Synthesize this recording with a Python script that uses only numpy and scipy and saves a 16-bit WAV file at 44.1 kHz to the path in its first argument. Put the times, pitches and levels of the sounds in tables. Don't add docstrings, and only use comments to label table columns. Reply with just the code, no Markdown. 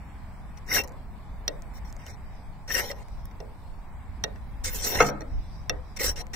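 import sys
import numpy as np
from scipy import signal
from scipy.fft import rfft, irfft, next_fast_len
from scipy.io import wavfile
from scipy.ndimage import uniform_filter1d, minimum_filter1d

SR = 44100
rng = np.random.default_rng(int(sys.argv[2]) if len(sys.argv) > 2 else 0)


def digitize_waveform(pressure):
    field = np.atleast_2d(pressure).T
    bounded = np.clip(field, -1, 1)
    quanta = np.round(bounded * 32767).astype(np.int16)
    wavfile.write(sys.argv[1], SR, quanta)


def volts_from_decibels(level):
    exponent = np.asarray(level, float) / 20
    return 10 ** exponent


N = 280035
T = np.arange(N) / SR


def unit(x):
    return x / np.sqrt(np.mean(x ** 2))


def walk(rate, size=N):
    hold = int(SR / rate)
    levels = np.repeat(rng.standard_normal(size // hold + 1), hold)
    return 0.854 * uniform_filter1d(uniform_filter1d(levels, hold), hold)[:size]


def band(x, hz, width):
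    return signal.sosfilt(signal.butter(2, [hz - width / 2, hz + width / 2], "band", fs=SR, output="sos"), x)


def ring(modes, rise, spread_hz):
    hz, db, t60 = np.transpose(modes)[:, :, None]
    t = np.arange(int(SR * t60.max())) / SR
    turn = rng.standard_normal((len(hz), 1)) * np.minimum(hz / spread_hz, 2)
    fade = volts_from_decibels(db) * np.exp(-np.log(1000) * t / t60) * (1 - np.exp(-t / rise))
    return np.array([fade * np.sin(2 * np.pi * hz * t + side * turn / 2) for side in (1, -1)])


def bed(x, t60, db, low_hz, high_hz):
    t = np.arange(int(SR * t60)) / SR
    tail = rng.standard_normal((2, SR // 2))[:, :len(t)] * np.exp(-np.log(1000) * t / t60) * (t > .001)
    tail = signal.sosfilt(signal.butter(2, [low_hz, high_hz], "band", fs=SR, output="sos"), tail)
    tail = tail / np.sqrt(np.sum(tail ** 2) / 2)
    return x + volts_from_decibels(db) * signal.oaconvolve(x, tail, axes=1)[:, :N]


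def both(mono, pan_db):
    return mono * volts_from_decibels(np.array([pan_db, -pan_db]) / 2)


# f/Hz, level/dB [per Hz]
FIELD_SPECTRUM = [(20, 0.5), (55, -1), (110, -10.5), (210, -14.5), (320, -26), (480, -30), (800, -22),
                  (1050, -24.5), (1300, -32), (2300, -34), (2800, -44), (5000, -47), (6600, -57.5),
                  (16000, -53.5)]
# f/Hz, correlation left to right [0-1]
COHERENCE = [(20, .3), (50, .45), (80, .75), (125, .96), (290, .92), (640, .75), (1400, .5), (3000, .15),
             (16000, .02)]
# peak t/s, level/dB [over the breeze], half length t/s
GUSTS = [
    (0.14, 0, 0.1557),
    (1.885, 4.5, 0.14),
    (3.185, 6.5, 0.1082),
    (4.105, 5, 0.063),
    (4.689, 7.5, 0.254),
    (5.005, 7.5, 0.148),
    (5.37, 15, 0.095),
    (5.737, 6, 0.154),
    (6.097, 7.5, 0.114),
    (6.35, 2.5, 0.0908),
]


def field():
    size = next_fast_len(N)
    hz = np.fft.rfftfreq(size, 1 / SR) + 1
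    like_hz, correlation = np.transpose(COHERENCE)
    like = np.clip(np.interp(np.log(hz), np.log(like_hz), correlation), 0, 1)
    field_hz, field_db = np.transpose(FIELD_SPECTRUM)
    tint = volts_from_decibels(np.interp(np.log(hz), np.log(field_hz), field_db))
    mid, side = rfft(rng.standard_normal((2, size))) * tint
    air = np.array([np.sqrt(1 + like) * mid + sign * np.sqrt(1 - like) * side for sign in (1, -1)])
    air = air * volts_from_decibels(-42) / np.sqrt(np.mean(irfft(air.mean(axis=0), size) ** 2))
    breeze_db = 1.5
    gust = breeze_db + sum(db * np.clip(1 - np.abs(T - s) / half, 0, 1) for s, db, half in GUSTS)
    out, swell = 0, .5 * walk(1.5)
    for centre in np.arange(4., 15):
        octave = np.clip(1 - np.abs(np.log2(hz) - centre), 0, 1)
        windy = np.clip((6.9 - centre) / 0.8, 0, 1)
        out = out + irfft(air * octave, size)[:, :N] * volts_from_decibels(windy * gust + swell + 2.0 * walk(4.163))
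    return out


# start t/s, length t/s, peak level/dB
RUSTLES = [
    (2.148, 0.368, -74),
    (2.945, 0.408, -73),
    (5.226, 0.509, -67.5),
    (5.763, 0.42, -71.5),
]
# f/Hz, width f/Hz, level/dB
RUSTLE_BANDS = [(3710, 540, -1), (4950, 464, 2), (5596, 640, -0.5)]


def hisses():
    gain = sum(volts_from_decibels(db) * np.sin(np.pi * np.clip((T - s) / length, 0, 1)) for s, length, db in RUSTLES)
    gain = gain * volts_from_decibels(2.8 * walk(27))
    rustle = gain * sum(volts_from_decibels(db - 1.5) * unit(band(rng.standard_normal((2, N)), hz, width))
                        for hz, width, db in RUSTLE_BANDS)
    insects = unit(band(rng.standard_normal((2, N)), hz=8023, width=1450))
    return rustle + volts_from_decibels(-75.5 + 2.4 * walk(2.0)) * insects


# t/s, level/dB
SLAM = [
    (5.003, 3),
    (5.0045, 5),
    (5.0068, 6),
    (5.0133, -0.5),
    (5.022, -4),
    (5.046, -13),
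    (5.088, -12.5),
]
# f/Hz, level/dB, t60 t/s
TAILGATE = [(148.7, -11.5, 0.58), (196.4, -8.5, 0.626), (257.9, -17.5, 0.91), (320.9, -20, 0.953),
            (393, -11.5, 0.29), (472, 4.5, 0.116), (558.3, -15.5, 0.088), (610, -21.5, 0.17),
            (691.2, 4.5, 0.088), (788, -2.5, 0.129), (928, -1.5, 0.15), (1119, -1.5, 0.135),
            (1230, 1.5, 0.076), (1354, 8, 0.0435), (1546.5, 6.5, 0.0564), (1801.7, -2.5, 0.097),
            (2158, 5, 0.03266), (2715, -4.5, 0.067), (3180, -9.5, 0.086), (4168, -3.5, 0.062),
            (5370, -2.5, 0.071), (6464, 3.5, 0.02906), (7260, -25.5, 0.06)]


def slam():
    out, start, size = np.zeros((2, N)), int(SLAM[0][0] * SR), SR // 4
    push = np.zeros((1, size))
    for s, db in SLAM:
        age = T[start:start + size] - s
        rattle = volts_from_decibels(db - 25.5) * np.exp(-np.abs(age) / 0.0141) * rng.standard_normal(size)
        push[0] += (age >= 0) * (volts_from_decibels(db) * np.exp(-np.abs(age) / 0.00006) + rattle)
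    crowd = np.repeat(TAILGATE, 6, axis=0)
    crowd = crowd * np.exp(rng.standard_normal(crowd.shape) * [.045, 0, .12]) * [1, 1, .85]
    crowd[:, 1] += 1 * (crowd[:, 0] < 420)
    response = ring(crowd, rise=0.5 / crowd[:, :1], spread_hz=1960)
    signs = rng.choice([-1, 1], (len(crowd), 1))
    sheet = unit((response * signs).sum(axis=1))
    boom = signal.fftconvolve(push, sheet, axes=1)[:, :N - start]
    out[:, start:start + boom.shape[1]] = boom / np.abs(boom).max()
    return volts_from_decibels(-1) * bed(out, t60=0.48, db=-21.5, low_hz=400, high_hz=2490)


# f/Hz, level/dB, t60 t/s
HANDLE = [(154.1, 2.5, 0.0463), (230.2, 0.5, 0.037), (292.4, -14.5, 0.21), (425.1, -4.5, 0.1038),
          (337.2, 3.5, 0.04), (455.6, 3, 0.08766), (550.6, 6.5, 0.0682), (505.7, 1, 0.1228),
          (593.3, 4, 0.09), (707.7, 10, 0.0411), (809.3, 15, 0.02007), (648, 13, 0.029)]
ROD = [(1276.6, -7.5, 0.0399), (1511, -9, 0.043), (1666, 2, 0.019), (1850, 6, 0.013477),
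       (1890, -6.5, 0.08649), (2143.4, 0.5, 0.0211), (2300, -6, 0.0296), (2719, -7.5, 0.0668),
       (2026, 4, 0.01135)]
BLADE = [(3325, -8, 0.0203), (3656, -10.5, 0.0472), (4171, -9, 0.0357), (4413, -12.5, 0.029),
         (5373, -6, 0.027), (5638, -2.5, 0.02813), (5800.5, -4, 0.0282), (5708, -2, 0.00707),
         (6034, -13.5, 0.03), (8150, -7.5, 0.0037), (7754, -10, 0.0107), (9527, -16.5, 0.0134),
         (6682, 31, 0.00109)]
SIZZLE = [(10180, -1.5, 0.0098), (9695, -3.5, 0.022), (11510, 5, 0.0145), (12930, -8, 0.021),
          (12635, 11, 0.0077), (13827, 4.5, 0.0277), (15050, 8, 0.021), (15220, -16.5, 0.011),
          (11420, 14.5, 0.000593)]


def strike(blows, part, rises):
    out = np.zeros((2, N + SR))
    for s, blade, handle, rod, sizzle, pan in blows:
        for modes, over_db, rise in zip((HANDLE, ROD, BLADE, SIZZLE), (handle, rod, 0, sizzle), rises):
            struck = np.repeat(modes[part], 3, axis=0)
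            spot = volts_from_decibels(3.73 * rng.standard_normal((len(struck), 1)))
            detune = np.exp(rng.standard_normal((len(struck), 1)) * [.018, 0, 0])
            struck = struck * detune * [1, 1, .75]
            response = (ring(struck, rise, spread_hz=470) * spot).sum(axis=1)
            start = int((s - rises[2]) * SR)
            size = both(volts_from_decibels(blade + over_db + 2.0), np.array([pan])) / np.abs(response).max()
            out[:, start:start + response.shape[1]] += size * response
    return out[:, :N]


# t/s, crack peak level/dB, rod level/dB and sizzle level/dB [over it], left minus right level/dB
POPS = [(0.8379, -37, -6, 5.5, 1.5), (0.8769, -43, -11.5, 4.5, -16), (0.8825, -38, -12.5, -4.5, 7),
        (0.8937, -44.5, -33, -2.5, -1.5), (0.9218, -48, -11, -2, -2.0), (1.6222, -37, -25, -2.5, 6),
        (1.7828, -50, 0, -8.5, -10.5), (1.927, -36.5, -28, -2, -4), (1.9665, -39.5, -10, -6.5, -7),
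        (2.0657, -33.5, -16, -5.5, -1), (2.355, -51, -14, -21.5, -2), (3.0848, -46, -4.5, -2.5, -4),
        (3.2563, -43, -9.5, 10, 2), (6.2686, -42, 0, -4, 6.5)]


def pops():
    board_db = -14
    blows = [(s, db, board_db, rod, sizzle, pan) for s, db, rod, sizzle, pan in POPS]
    return strike(blows, slice(-1, None), rises=(0.0017, 0.000166, 0.00033, 0.000056))


# t/s, blade peak level/dB, handle level/dB and rod level/dB [over it], left minus right level/dB
TAPS = [(0.5749, -49, -11, -12, 15.5), (1.48, -14, -14.5, -14, 0.5), (2.9149, -28.5, -11.5, -4, 1),
        (3.3131, -53.5, -1, 1, 5.5), (3.4035, -41.5, 8.5, -2.5, 1), (4.2395, -16.5, -10, -6.5, -1.5),
        (4.3603, -51.5, -4.5, 4, 4.5), (4.648, -36, -27.5, 5.5, -1.5), (5.0884, -33, 9.5, -8.5, -1),
        (5.208, -39, 4, -3, 1.5), (5.219, -43, 0, 3, 0), (5.6965, -16, -11, -5, 1),
        (6.337, -35, -13, -2.5, 8.5)]


def taps():
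    sizzle_db = -14
    blows = [(s, db, board, rod, sizzle_db, pan) for s, db, board, rod, pan in TAPS]
    return strike(blows, slice(-1), rises=(0.0296, 0.00213, 0.001, 0.0003))


# t/s, peak level/dB, length t/s, f/Hz
CATCHES = [(0.713, -18.5, 0.0104, 2017), (0.745, -21, 0.0082, 2024), (0.7629, -15, 0.0126, 1607),
           (0.785, -25, 0.0203, 2300), (2.702, -21.5, 0.014, 1850), (2.743, -20.5, 0.0142, 1850),
           (2.9, -29, 0.0089, 1965), (4.653, -33, 0.0415, 2193), (4.863, -34.5, 0.0176, 2229),
           (5.966, -33.5, 0.0121, 2253), (5.996, -25, 0.0044, 2300), (6.013, -23, .008, 1957),
           (6.03, -31, .02, 2086), (5.001, -7, 0.00834, 1298), (4.989, -15.5, .004, 2092),
           (6.004, -25, 0.01904, 510.4), (6.042, -25.5, 0.0094, 526), (2.897, -29, 0.0204, 544.2),
           (0.718, -34, 0.0244, 512.4), (2.066, -41, 0.004, 3043), (6.16, -40, 0.0096, 2947)]


def catches():
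    out, size = np.zeros((2, N + SR)), SR // 10
    for s, db, length, hz in CATCHES:
        start, age = int(s * SR), T[:size] / length
        shape = np.clip(age * 4.1, 0, 1) * np.clip(1.5 - age, 0, 1)
        jitter = 0.0903 * np.cumsum(rng.standard_normal(size))
        tone = unit(np.sin(2 * np.pi * hz * T[:size] + jitter))
        out[:, start:start + size] += volts_from_decibels(db - 8.5) * shape * tone
    return out[:, :N]


def brush(start, length, db, speed, dig):
    land_s, lift_s, edge_db = .006, .014, -46.5
    times = (start - land_s, start, start + length, start + length + lift_s)
    return [(s, db + edge, speed, dig) for s, edge in zip(times, (edge_db, 0, 0, edge_db))]


# t/s, blade pressure level/dB, speed [0-1], how deep the edge digs [0-1]
STROKES = [
    [(0.663, -52, 0.47, 0.22), (0.69, -38.5, 0.5, 0.65), (0.713, -32.5, 0.99, 0.72),
     (0.745, -24.5, 0.87, 0.26), (0.771, -22.5, 0.82, 0.68), (0.819, -41, 0.44, 1),
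     (0.832, -80, 0.46, 0.93)],
    [(2.676, -39, 0.16, 0.41), (2.712, -32, 0.5, 0.74), (2.732, -31, 1, 0.11), (2.752, -28, 1, 0.86),
     (2.79, -28, 1, 0.47), (2.826, -35.5, 0.71, 0.42), (2.912, -40, 0.46, 0.35), (2.945, -69.5, 0.55, 1)],
    [(4.636, -54, 0.16, 0), (4.644, -31, 0.74, 0.31), (4.666, -33.5, 0.1, 0.25), (4.72, -38, 1, 0.33),
     (4.77, -36.5, 0.96, 0.05), (4.8, -35, 0.76, 0.12), (4.822, -38, 0.17, 0.56), (4.845, -32, 0.77, 0.49),
     (4.87, -27.5, 0.96, 0.39), (4.97, -35, 0.79, 0.76), (5.03, -24, 0.1, 1)],
    [(5.988, -47, 0.38, 0.95), (5.996, -33, 0.58, 0.53), (6.019, -28.5, 0.85, 0.62),
     (6.07, -26.5, 0.67, 0.2), (6.115, -39, 1, 0.23), (6.15, -67.5, 0.6, 0.69)],
]
# start t/s, length t/s, pressure level/dB, speed [0-1], dig [0-1]
BRUSHES = [(0.571, 0.0167, -57.5, 0.54, 0.8), (0.834, 0.01203, -47.5, 1, 0.91),
           (1.737, 0.0504, -56.5, 0.79, 0.62), (1.847, 0.058, -59, 0.57, 0.65),
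           (1.991, 0.09, -56.5, .15, 1), (2.058, 0.0565, -48, 0.36, 0.66), (2.118, 0.0287, -59, .3, 0.4),
           (2.946, 0.0832, -60, 0.53, 1), (5.024, .075, -38.5, 0.7, .45),
           (5.964, 0.0109, -38.5, 0.31, 0.36), (6.16, 0.0556, -37, 0.05, 0.29),
           (6.334, 0.028, -39, 0.38, 0.69)]


def strokes():
    skim_db, dug_db = -10, 3.5
    slow_db, fast_db = -17.5, 0
    board_start_db, board_end_db = -8.5, -5.5
    pan_start_db, pan_end_db = 1, -1.98
    hum_db, hum_s = -1, 0.0806
    gains, pan_db, near = np.zeros((4, N)), np.zeros(N), np.zeros(N, bool)
    for stroke in STROKES + [brush(*row) for row in BRUSHES]:
        s, *controls = np.transpose(stroke)
        on = (T >= s[0]) & (T <= s[-1])
        blade, speed, dig = (np.interp(T[on], s, c) for c in controls)
        along = (T[on] - s[0]) / (s[-1] - s[0])
        rod = blade + skim_db + (dug_db - skim_db) * dig
        board = rod + board_start_db + (board_end_db - board_start_db) * along
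        sizzle = blade + slow_db + (fast_db - slow_db) * speed
        gains[:, on] = np.hypot(gains[:, on], volts_from_decibels(np.array([board, rod, blade, sizzle])))
        pan_db[on] = pan_start_db + (pan_end_db - pan_start_db) * along
        near |= (T >= s[0] - .01) & (T <= s[-1] + .12)
    keep = np.exp(-1 / (hum_s * SR))
    gains[0] += volts_from_decibels(hum_db) * signal.lfilter([1 - keep], [1, -keep], gains[0])
    return uniform_filter1d(gains, 88, axis=1), pan_db, np.flatnonzero(near)


def grit(size, rate, scatter_db, judder_db):
    torn = rng.random(size) < rate / SR
    clicks = torn * rng.standard_normal(size) * volts_from_decibels(scatter_db * rng.exponential(size=size))
    return unit(clicks * volts_from_decibels(judder_db * (walk(250, size) + walk(60.226, size))))


FAMILY_PAN_DB = (1, 0, 1, -0.5)


def scrape():
    gains, pan_db, moving = strokes()
    grits = [grit(len(moving), rate=11000, scatter_db=1.06, judder_db=2.5) for _ in range(3)]
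    out = np.zeros((2, N))
    families = (HANDLE, ROD, BLADE, SIZZLE)
    for modes, gain, apart, lean in zip(families, gains, (.12, .35, .6, .65), FAMILY_PAN_DB):
        drive = np.sqrt(1 - apart) * grits[0] + np.sqrt(apart) * np.array(grits[1:])
        damped = np.array(modes) * [1, 1, .5]
        response = ring(damped, rise=0.000298, spread_hz=2010)
        response = response / np.sqrt(np.sum(response.sum(axis=1) ** 2) / 2)
        force = both(drive * gain[moving], np.array([lean]))
        for k in range(len(modes)):
            share = volts_from_decibels(5.31 * walk(35.044, size=len(moving)) - 4.5)
            out[:, moving] += signal.oaconvolve(force * share, response[:, k], axes=1)[:, :len(moving)]
    lag = SR * (0.000529 + 0.00025 * np.sin(2 * np.pi * 3.3 * T + np.array([[0], [1.4]])))
    bounce = [np.interp(np.arange(N) - late, np.arange(N), port) for late, port in zip(lag, out)]
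    return both(out + 0.062 * np.array(bounce), pan_db) * volts_from_decibels(0.37)


def scene():
    blows = bed(taps() + pops(), t60=0.334, db=-15.5, low_hz=298.6, high_hz=1117)
    rasp = bed(scrape() + catches(), t60=0.0358, db=-10.5, low_hz=323.2, high_hz=5170)
    return field() + hisses() + slam() + blows + rasp


def patches(x):
    patch_hz, patch_s, from_hz, drop_share = 260, .046, 2500, .16
    waver_db, dropout_db, sudden_db = 2.5, -40, 9
    hz, s, z = signal.stft(x, SR, "hann", 1024)
    row, col = (hz / patch_hz).astype(int), (s / patch_s).astype(int)
    luck = rng.random((2, row[-1] + 1, col[-1] + 2))
    out = (luck[0, :, 1:] < drop_share / 2) | (luck[0, :, :-1] < drop_share / 2)
    db = waver_db * 2 * (2 * luck[1, :, 1:] - 1) + dropout_db * out
    treble = 10 * np.log10(np.sum(np.abs(z[:, hz > from_hz]) ** 2, axis=(0, 1)) + 1e-18)
    steady = minimum_filter1d(np.diff(treble, prepend=0) < sudden_db, size=3)
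    gain = volts_from_decibels(db[row][:, col] * (hz > from_hz)[:, None] * steady)
    return signal.istft(z * gain, SR, "hann", 1024)[1][:, :N]


def band_limit(x):
    return signal.sosfilt(signal.butter(12, 16820, fs=SR, output="sos"), x)


def record(dry):
    rounded = np.tanh(0.7114 * dry) / 0.6655
    top_cut = signal.ellip(8, .2, 60, 15650, fs=SR, output="sos")
    mix = signal.sosfilt(top_cut, patches(rounded))
    return band_limit(mix)


dry = scene()
out = record(dry)
digitize_waveform(out)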